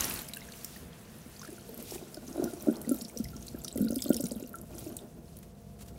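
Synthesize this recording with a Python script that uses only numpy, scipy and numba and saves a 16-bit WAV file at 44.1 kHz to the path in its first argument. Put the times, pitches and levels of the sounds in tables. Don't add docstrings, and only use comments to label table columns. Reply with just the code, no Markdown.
import sys
import numpy as np
from scipy import signal
from scipy.fft import rfft, irfft, next_fast_len
from scipy.io import wavfile
from scipy.ndimage import uniform_filter1d
from numba import njit

SR = 44100
rng = np.random.default_rng(int(sys.argv[2]) if len(sys.argv) > 2 else 0)


def magnitude_from_level(level_db):
    exponent = np.asarray(level_db, float) / 20
    return 10 ** exponent


def put_to_file(sound):
    columns = np.atleast_2d(sound).T
    safe = np.clip(columns, -1, 1)
    whole_steps = np.round(safe * 32767)
    wavfile.write(sys.argv[1], SR, whole_steps.astype(np.int16))


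N = 263715

# time in seconds, fizz level in dB, level of the small drops in dB.
RUNNING_WATER = [(0.0, -38, -54), (0.18, -44.5, -45), (0.3, -59.5, -56), (0.61, -52, -59.5),
                 (0.77, -54, -59.5), (0.87, -61, -71), (1.27, -57, -61), (1.75, -60, -61.5),
                 (1.88, -52, -58), (2.18, -58, -67), (2.48, -54, -57), (2.8, -60.5, -57),
                 (2.98, -57, -52.5), (3.12, -61.5, -59), (3.25, -58.5, -61.5), (3.75, -62, -59),
                 (4.13, -66, -48.5), (4.3, -61.5, -54), (4.6, -69, -69.5), (4.81, -56, -53),
                 (5.06, -63.5, -69), (5.55, -67.5, -78), (5.98, -65, -68)]
# start in seconds, level in dB, pitch of the air column in Hz before its glide,
# overtone level in dB against the column, time in seconds for the column to die by 60 dB.
SLUGS = [(1.263, -32.5, 235, -12, 0.025), (1.488, -35.5, 316, -8, 0.038), (1.523, -38, 363, -20, 0.041),
         (1.69, -40, 462, -17, 0.074), (1.922, -27, 383, -2, 0.014), (1.958, -29.5, 376, -5, 0.02),
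         (2.025, -35, 352, -10, 0.027), (2.173, -34, 323, -1, 0.039), (2.283, -31.5, 278, -17, 0.024),
         (2.36, -26, 320, 0.5, 0.015), (2.38, -23.5, 305, -3, 0.032), (2.397, -16, 330, -22, 0.024),
         (2.423, -21.5, 328, -5, 0.044), (2.441, -14, 260, -17, 0.018), (2.454, -28, 318, -5, 0.026),
         (2.471, -34.5, 337, -5, 0.066), (2.534, -28, 326, -8, 0.038), (2.573, -37, 342, -12, 0.035),
         (2.672, -17, 287, -3, 0.028), (2.685, -7.5, 280.6, -15, 0.027), (2.698, -13, 268, -11, 0.02),
         (2.714, -22, 246, -10, 0.033), (2.78, -36.5, 256, -22, 0.069), (2.875, -23, 240, -8, 0.035),
         (2.893, -21.5, 253, -14, 0.047), (2.914, -14, 275.6, -13.5, 0.049), (2.942, -23, 259, -13, 0.022),
         (3.017, -33.5, 240, -16, 0.052), (3.053, -34, 226, -16, 0.03), (3.164, -35, 243, 2, 0.057),
         (3.201, -20, 239, -17, 0.04), (3.359, -30, 250, -24, 0.023), (3.547, -24.5, 280, -9.5, 0.02),
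         (3.758, -23, 257, -4, 0.04), (3.781, -19.5, 300, -20, 0.019), (3.795, -25, 250, -3, 0.032),
         (3.807, -15, 228, -15, 0.038), (3.825, -16, 240, -16, 0.04), (3.846, -22, 256, -20, 0.098),
         (3.865, -21.5, 235, -13, 0.062), (3.905, -16.5, 250, -7.5, 0.022), (3.925, -21, 264, -4.5, 0.032),
         (3.939, -32, 243, -19, 0.036), (3.965, -22, 273.5, -18, 0.057), (4.045, -32, 250, -9, 0.036),
         (4.06, -23.5, 282, -6, 0.036), (4.091, -19.5, 245, -8, 0.015), (4.105, -4.5, 269, -7, 0.021),
         (4.127, -27, 270, -18, 0.02), (4.158, -30.5, 236, -3.5, 0.065), (4.201, -23.5, 283, -4.5, 0.045),
         (4.239, -18, 220, -6, 0.021), (4.249, -25, 225, -12, 0.046), (4.316, -25.5, 255, -0.5, 0.037),
         (4.361, -27.5, 228, -15, 0.051), (4.402, -37.5, 270, 1, 0.038), (4.426, -22.5, 293, -19, 0.016),
         (4.444, -35.5, 250, -5, 0.063), (4.754, -35.5, 293, -14, 0.025), (4.865, -32, 317, -9, 0.074)]
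CUP_HZ = 1380


def level(x, db):
    return x * magnitude_from_level(db) / np.sqrt(np.mean(x ** 2))


def curves(table):
    s, *columns = np.transpose(table)
    return [np.interp(np.arange(N) / SR, s, column) for column in columns]


def colour(x, points):
    hz, db = np.transpose(points)
    size = next_fast_len(len(x))
    f = np.maximum(np.arange(size // 2 + 1) * SR / size, 1)
    gain = magnitude_from_level(np.interp(np.log(f), np.log(hz), db))
    return irfft(rfft(x, size) * gain, size)[:len(x)]


def resonate(x, hz, width_hz):
    return signal.lfilter(*signal.iirpeak(hz, hz / width_hz, fs=SR), x)


def walk(rate):
    hold = int(SR / rate)
    steps = np.repeat(rng.standard_normal(N // hold + 1), hold)
    return 1.3 * uniform_filter1d(uniform_filter1d(steps, hold), hold)[:N]


@njit
def rings(count, start, size, hz, t60, glide, hook, rise, hold):
    out = np.zeros(count)
    for k in range(len(start)):
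        first = max(int((start[k] - rise) * SR), 0)
        phase = 0.
        for i in range(min(int(t60[k] * SR), count - first)):
            u = i / (t60[k] * SR)
            late = np.exp(-i / (rise * SR))
            pitch = min(hz[k] * (1 + glide * u + hook * late), .45 * SR)
            phase += 2 * np.pi * pitch / SR
            out[first + i] += size[k] * (1 - late) ** 2 * 1000. ** -(u ** hold) * np.sin(phase)
    return out


def bursts(s, size, t60_s, rise_s):
    spikes = np.zeros(N)
    np.add.at(spikes, (s * SR).astype(int), size)
    fall = signal.lfilter([1], [1, -1000. ** (-1 / (t60_s * SR))], spikes)
    soft = np.exp(-1 / (rise_s * SR))
    return signal.lfilter([1 - soft], [1, -soft], fall) * rng.standard_normal(N)


def fizz(fizz_db):
    # frequency in Hz, gain in dB.
    fizz_shape = [(1200, -28), (2000, 3), (2600, 4.5), (3800, 4.5), (5500, 6), (7500, 5.5), (11000, 6),
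                  (16000, 3.5)]
    shared = 1.5 * walk(25)
    bands = 0
    for hz in (2500., 4000., 6400., 10000., 15000.):
        flicker = magnitude_from_level(shared + 2 * walk(40))
        bands = bands + flicker * resonate(rng.standard_normal(N), hz, hz / 2)
    return magnitude_from_level(fizz_db) * level(colour(bands, fizz_shape), 0)


def slosh():
    # frequency in Hz, gain in dB.
    slosh_shape = [(150, 4), (300, 9.5), (600, 7), (1000, 5.5), (1800, 6), (2200, 2), (2650, 2.5),
                   (3200, 0), (4500, -5.5)]
    spray_start_db, spray_sag_db_per_s = -38.5, 47.5
    spray_stops_s, spray_stop_db_per_s = 0.2, 90
    film_start_db, film_fall_db_per_s = -56.5, 3
    now = np.arange(N) / SR
    after_stop = np.maximum(now - spray_stops_s, 0)
    spray_db = spray_start_db - spray_sag_db_per_s * now - spray_stop_db_per_s * after_stop
    slosh_db = np.maximum(spray_db, film_start_db - film_fall_db_per_s * now)
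    noise = colour(rng.standard_normal(N), slosh_shape + [(8000, -56)])
    return magnitude_from_level(slosh_db) * level(magnitude_from_level(0.55 * walk(29.8)) * noise, 0)


def patter(small_db):
    chance = rng.random((3000, 4))
    s = chance[:, 0] * (N - 1) / SR
    size = magnitude_from_level(np.minimum(-4 * np.log(chance[:, 1]), 17))
    hz = 2200 + 12800 * chance[:, 2]
    size = size * hz / hz.max()
    bubble = rings(N, s, size, hz, (15 + 60 * chance[:, 3]) / hz, 0.35, 0., .0002, 0.74)
    click = rings(N, s, size, 1.37 * hz, 9 / hz, -0.12, 0., .0001, 0.8)
    return magnitude_from_level(small_db) * level(bubble + click, 0)


def murmur():
    # time in seconds, murmur level in dB before it wavers.
    murmur_table = [(0.0, -43.5), (0.27, -58), (0.8, -57.5), (1.2, -62.5), (1.63, -54), (1.91, -48),
                    (2.21, -52), (2.46, -39), (2.55, -47.5), (2.68, -45), (3.0, -51), (3.76, -53.5),
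                    (3.85, -55), (3.98, -58), (4.14, -50.5), (4.58, -55), (4.83, -45.5), (5.06, -55),
                    (5.6, -67), (5.98, -54.5)]
    # pitch in Hz, width in Hz, gain in dB.
    pipe_resonances = [(250, 38, 6.5), (337.5, 32, 4.5), (400, 81, -3.5), (490, 240, -7), (600, 33, -7.5)]
    cup_width_hz, cup_under_pipe_db = 100, -20
    murmur_db = curves(murmur_table)[0] + 1.3 * walk(13)
    sizes = 1 + rng.exponential(size=1800)
    trickle = bursts(rng.random(1800) * (N - 1) / SR, sizes, .03, .003)
    pipe = 0
    for hz, width, db in pipe_resonances:
        pipe = pipe + magnitude_from_level(db) * resonate(resonate(trickle, hz, 2 * width), hz, width)
    steady = 0.43 * np.std(trickle) * rng.standard_normal(N)
    cup = resonate(resonate(trickle + steady, CUP_HZ, 2 * cup_width_hz), CUP_HZ, cup_width_hz)
    return magnitude_from_level(murmur_db) * (level(pipe, 0) + level(cup, cup_under_pipe_db))


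def room():
    # frequency in Hz, gain in dB.
    air_shape = [(12, -46), (20, 3.5), (60, -11.5), (146, -2), (222, -2.5), (293, -19), (485, -11),
                 (624, -18.5), (678, -20.5), (780, -22), (1610, -35), (11800, -74), (16000, -50)]
    # pitch in Hz, rms level in dB, width in Hz.
    hum_lines = [(67.8, -73, 4.7), (146.4, -65.5, 2.7), (206.3, -60, 2.8), (244, -66.5, 2.4),
                 (472.4, -66.5, 3.6)]
    air_db, whine_hz, whine_db = -53, 686, -65
    air = level(colour(rng.standard_normal(N), air_shape), air_db)
    hum = 0
    for hz, db, width in hum_lines:
        hum = hum + level(resonate(rng.standard_normal(N), hz, width), db)
    whine_phase = 2 * np.pi * np.cumsum(whine_hz + 1.365 * walk(8)) / SR
    whine = magnitude_from_level(2.3 * walk(2.18)) * np.sin(whine_phase)
    return air + hum + level(whine, whine_db)


def rumble():
    # time in seconds, rumble level in dB before it wavers.
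    rumble_table = [(0.0, -45.5), (0.27, -56.5), (2.2, -59.5), (2.55, -56.5), (3.14, -65), (3.25, -42),
                    (3.46, -51), (3.6, -47), (3.68, -58), (3.78, -46.5), (4.2, -57), (4.58, -53.5),
                    (4.83, -48.5), (5.06, -60), (5.35, -50.5), (5.56, -59), (5.67, -47.5), (5.8, -52),
                    (5.98, -45.5)]
    rumble_db = curves(rumble_table)[0] + 1.6 * walk(8)
    shape = [(15, -41), (33, -14), (60, 6), (110, -0.5), (170, -1.0), (400, -70)]
    return magnitude_from_level(rumble_db) * level(colour(rng.standard_normal(N), shape), 0)


def splashes(s, hz, splash_db):
    splash_bands = (2500., 4000., 6400., 10000., 14500.)
    up_db_per_octave, down_db_per_octave = 6.5, 12.5
    splash = 0
    for band in splash_bands:
        octaves = np.log2(band / hz)
        fade_db = np.maximum(up_db_per_octave * octaves, -down_db_per_octave * octaves)
        puffs = bursts(s - .0005, magnitude_from_level(splash_db - fade_db), 0.01, 0.00083)
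        splash = splash + resonate(resonate(puffs, band, 0.76 * band), band, 0.76 * band)
    return colour(splash, [(1200, 2.0), (2500, -5.5), (6000, -7), (15000, -5.0)])


def drops():
    # start in seconds, bubble level in dB, bubble pitch in Hz before it rises,
    # splash level in dB against the bubble.
    bubble_table = [(0.0078, -12, 6100, 1.5), (0.0225, -27, 2670, -3), (0.0367, -24, 5660, 2),
                    (0.0427, -19, 5800, 4.5), (0.053, -17, 13400, 3), (0.0826, -21.5, 5550, -13),
                    (0.0984, -10.5, 11100, -11), (0.1095, -25.5, 2500, -6), (0.138, -19, 10700, -4),
                    (0.152, -23, 9800, -5), (0.1732, -30.5, 2410, -5), (0.175, -24, 9130, -16),
                    (0.19, -23, 10850, -2), (0.1906, -27, 3930, -4), (0.2453, -34, 7560, -2),
                    (0.2852, -28, 12500, 1), (0.2866, -28, 4840, 0.5), (0.335, -28, 11000, 1),
                    (0.336, -27.5, 4140, 3), (0.347, -24, 12750, -5), (0.362, -25, 8750, -7),
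                    (0.371, -19, 10500, -8), (0.489, -37, 6250, -4), (0.519, -37, 4550, 5.5),
                    (0.5364, -40, 2440, -2), (0.6458, -16, 14000, -5), (0.6457, -27, 5260, 2.5),
                    (0.9313, -40.5, 3170, -8), (1.364, -34, 4500, -9), (1.3951, -26, 6140, -17),
                    (1.4166, -35, 5000, 4), (1.451, -33.5, 4730, 1), (1.5037, -30.5, 9100, -4),
                    (1.529, -30, 9550, -5), (1.693, -26, 11600, -18), (1.7437, -21, 12000, -14),
                    (1.777, -26, 12100, -0.5), (1.8255, -25.5, 12200, -2), (1.909, -33, 5470, 8),
                    (1.946, -34, 6800, 5), (2.145, -24, 5000, -3.5), (2.17, -37, 4280, -4),
                    (2.2795, -37.5, 5080, 6), (2.3285, -30, 6300, -17), (2.3686, -35, 10510, 3),
                    (2.4413, -22, 5700, -1), (2.442, -24, 13780, 0), (2.5354, -26.5, 9200, -8),
                    (2.6236, -28.5, 12100, 4), (2.7112, -28, 9350, -11), (2.7567, -32, 4160, -10),
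                    (2.7674, -37, 5600, 1), (2.8153, -28.5, 10500, 5), (2.893, -9.5, 10000, -20),
                    (2.8932, -21, 7050, -2.5), (2.9193, -20, 12000, -4), (2.9448, -26.5, 14400, 3.5),
                    (2.963, -24, 11710, -9), (2.987, -30, 7240, -1), (3.0126, -27.5, 4850, 0.5),
                    (3.02, -20, 10900, -6), (3.0491, -23, 5170, -7), (3.083, -31, 5680, -4),
                    (3.0958, -34.5, 8200, 2), (3.174, -17, 5600, -10.5), (3.1861, -28, 11400, 3),
                    (3.2403, -25, 11200, -5), (3.2447, -25.5, 5070, -2.5), (3.286, -35, 5300, -2),
                    (3.366, -31, 5570, -3), (3.4268, -31, 6140, -2), (3.4687, -33, 7800, 4),
                    (3.4821, -26, 4540, -2), (3.618, -28, 7300, -17), (3.6382, -32, 11200, 5),
                    (3.647, -17, 5770, -15), (3.6463, -22, 9470, -5), (3.68, -28, 10300, -7),
                    (3.681, -28, 3730, 5), (3.715, -32, 3940, -15), (3.727, -21.5, 7700, -21),
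                    (3.759, -26, 9650, -7), (3.775, -26.5, 10400, 7.5), (3.799, -31, 9900, 2),
                    (3.8175, -21, 12000, -1), (3.8472, -28.5, 13950, 0.5), (3.8858, -36.5, 4500, 6.5),
                    (3.9076, -22.5, 9730, -3), (3.9205, -31.5, 6030, 0.5), (3.9437, -27, 13600, 3),
                    (3.9594, -23, 4820, -17), (3.959, -22, 8160, 2.5), (3.9833, -22, 8240, -5),
                    (4.005, -23, 7600, -8), (4.0214, -22, 8900, 5.5), (4.0232, -15, 4960, -23),
                    (4.041, -15, 11000, -7), (4.0536, -37, 3240, -9), (4.066, -23, 7700, -11),
                    (4.0711, -33, 4030, -5), (4.0825, -29, 4020, -6), (4.0935, -15, 12300, -7),
                    (4.102, -22, 7650, -7), (4.1275, -28.5, 3000, -17), (4.133, -15.5, 9300, -7.5),
                    (4.144, -17.5, 5500, -1.5), (4.144, -22.5, 9300, -3), (4.1667, -18, 5100, -22),
                    (4.1664, -18.5, 9800, 0.5), (4.208, -23.5, 8350, 6), (4.2274, -37.5, 4150, 3),
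                    (4.241, -23, 7500, 3.5), (4.256, -27, 6660, 4), (4.267, -26, 8900, 3),
                    (4.2873, -30, 8610, -3), (4.31, -27, 4600, -4), (4.319, -28.5, 8800, 5),
                    (4.3654, -36, 11400, -3), (4.4004, -27.5, 12600, -3), (4.426, -39.5, 6300, 4.5),
                    (4.4741, -30, 12750, -1), (4.4928, -29.5, 13300, 0), (4.532, -27, 11400, -9),
                    (4.556, -22, 10860, -5.5), (4.5847, -35, 7000, -1), (4.6143, -24, 11200, -8),
                    (4.7828, -28.5, 6460, 1.5), (4.8433, -30, 8950, -4), (4.968, -18, 8000, -3),
                    (4.9895, -33, 3530, -10), (5.3681, -37, 9600, 6.5), (5.3882, -31, 12300, 0)]
    s, db, hz, splash_db = np.transpose(bubble_table)
    bubble = rings(N, s, magnitude_from_level(db), hz, 45 / hz + 0.0025, 0.31, 0., .0002, 0.64)
    chance = rng.random((len(s), 3, 3))
    more_s = (s[:, None] + 0.007 * chance[..., 0] - .002).ravel()
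    more_hz = (hz[:, None] * 2.0 ** (1.555 * chance[..., 1] - .35)).ravel()
    more_size = magnitude_from_level((db + splash_db)[:, None] - 4.3 * chance[..., 2]).ravel()
    spray = rings(N, more_s, more_size, more_hz, 40 / more_hz, 0.99, 0., .00015, 0.8)
    return bubble + spray + splashes(s, hz, db + splash_db)


def cup_rings():
    # start in seconds, level in dB, pitch in Hz before its glide,
    # time in seconds to die by 60 dB.
    drip_table = [(0.297, -40.5, 2290, 0.016), (0.368, -35.5, 1630, 0.025), (0.371, -33, 2730, 0.014),
                  (0.4179, -37.5, 2110, 0.016), (0.487, -35.5, 1680, 0.014), (0.762, -40, 1880, 0.018),
                  (1.416, -41, 1100, 0.028), (1.432, -36, 1430, 0.016), (1.4486, -35, 1360, 0.013),
                  (1.4773, -39, 1700, 0.019), (1.5815, -42.5, 1430, 0.019), (2.17, -48.5, 1480, 0.05),
                  (2.475, -42.5, 1430, 0.074), (2.8474, -42.5, 1990, 0.019), (2.9144, -40.5, 1360, 0.069),
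                  (3.254, -39, 2070, 0.019), (3.3325, -48.5, 1374, 0.08), (3.55, -48, 1640, 0.03),
                  (3.572, -50, 1370, 0.031), (3.6501, -43, 1320, 0.018), (3.775, -41, 2060, 0.014),
                  (3.8723, -43.5, 1430, 0.033), (3.914, -50, 1386, 0.045), (4.0595, -41.5, 1240, 0.013),
                  (4.1121, -41, 1447, 0.056), (4.235, -53, 1420, 0.06), (4.262, -50, 2250, 0.025),
                  (4.5416, -33.5, 1373, 0.051)]
    kick_db, kick_t60_s = -34, 0.039
    s, db = np.transpose(SLUGS)[:2]
    kick_hz = CUP_HZ * (1.03 + .03 * rng.standard_normal(len(s)))
    kicks = np.c_[s, db + kick_db, kick_hz, np.full(len(s), kick_t60_s)]
    s, db, hz, t60 = np.r_[drip_table, kicks].T.copy()
    ring = rings(N, s, magnitude_from_level(db), hz, t60, -.08, .14, .001, 1.3)
    tap = rings(N, s, magnitude_from_level(db - 4), 1.08 * hz, 7 / hz, -.3, .3, 0.00019, 0.95)
    return ring + tap


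def glugs():
    s, db, hz, over_db, t60 = np.transpose(SLUGS)
    sign = np.sign(rng.standard_normal(len(s)))
    column = rings(N, s, sign * magnitude_from_level(db), hz, t60, -0.17, 0.64, 0.0019, 1.7)
    over_size = sign * magnitude_from_level(db + over_db)
    overtone = rings(N, s, over_size, 1.985 * hz, 0.49 * t60, -0.0083, 0.05, 0.0013, 1.83)
    return column + overtone


def strokes():
    # start in seconds, level in dB at the top of the swell, length in seconds.
    stroke_table = [(1.4, -54, 0.12), (1.772, -47.5, 0.059), (1.924, -41.5, 0.049), (4.75, -69, 0.078),
                    (5.304, -61.5, 0.12), (5.4, -61.5, 0.066), (5.625, -71, 0.033), (5.763, -52.5, 0.1),
                    (5.839, -56, 0.077)]
    t = np.arange(N) / SR
    swell = 0
    for s, db, length in stroke_table:
        swell = swell + magnitude_from_level(db) * np.sin(np.pi * np.clip((t - s) / length, 0, 1)) ** 2
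    crackle = magnitude_from_level(4.0 * walk(150)) * rng.standard_normal(N)
    shape = [(800, -1), (2500, -2.5), (5000, -2.5), (9000, 0), (15000, -5)]
    return swell * level(colour(crackle, shape), 0)


def bowl_echo(near):
    bowl_t60_s, bowl_db = 0.18, -11
    t = np.arange(SR // 5) / SR
    tail = rng.standard_normal(len(t)) * 1000. ** (-t / bowl_t60_s) * (t > .001)
    return signal.fftconvolve(near, tail * magnitude_from_level(bowl_db) / np.sqrt(np.sum(tail ** 2)))[:N]


def scene():
    fizz_db, small_db = curves(RUNNING_WATER)
    wash = fizz(fizz_db) + slosh()
    background = room() + rumble()
    near = patter(small_db) + murmur() + drops() + cup_rings() + glugs() + strokes()
    return (near + bowl_echo(near) + wash + background)[None]


def low_pass(x):
    return signal.sosfilt(signal.butter(12, 17010, fs=SR, output="sos"), x)


def record(dry):
    top_hz = 15750
    lean = signal.sosfilt(signal.butter(4, 40., "high", fs=SR, output="sos"), dry)
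    cut = signal.sosfilt(signal.ellip(10, .2, 60, top_hz, fs=SR, output="sos"), lean)
    return low_pass(cut)


dry = scene()
out = record(dry)
put_to_file(out)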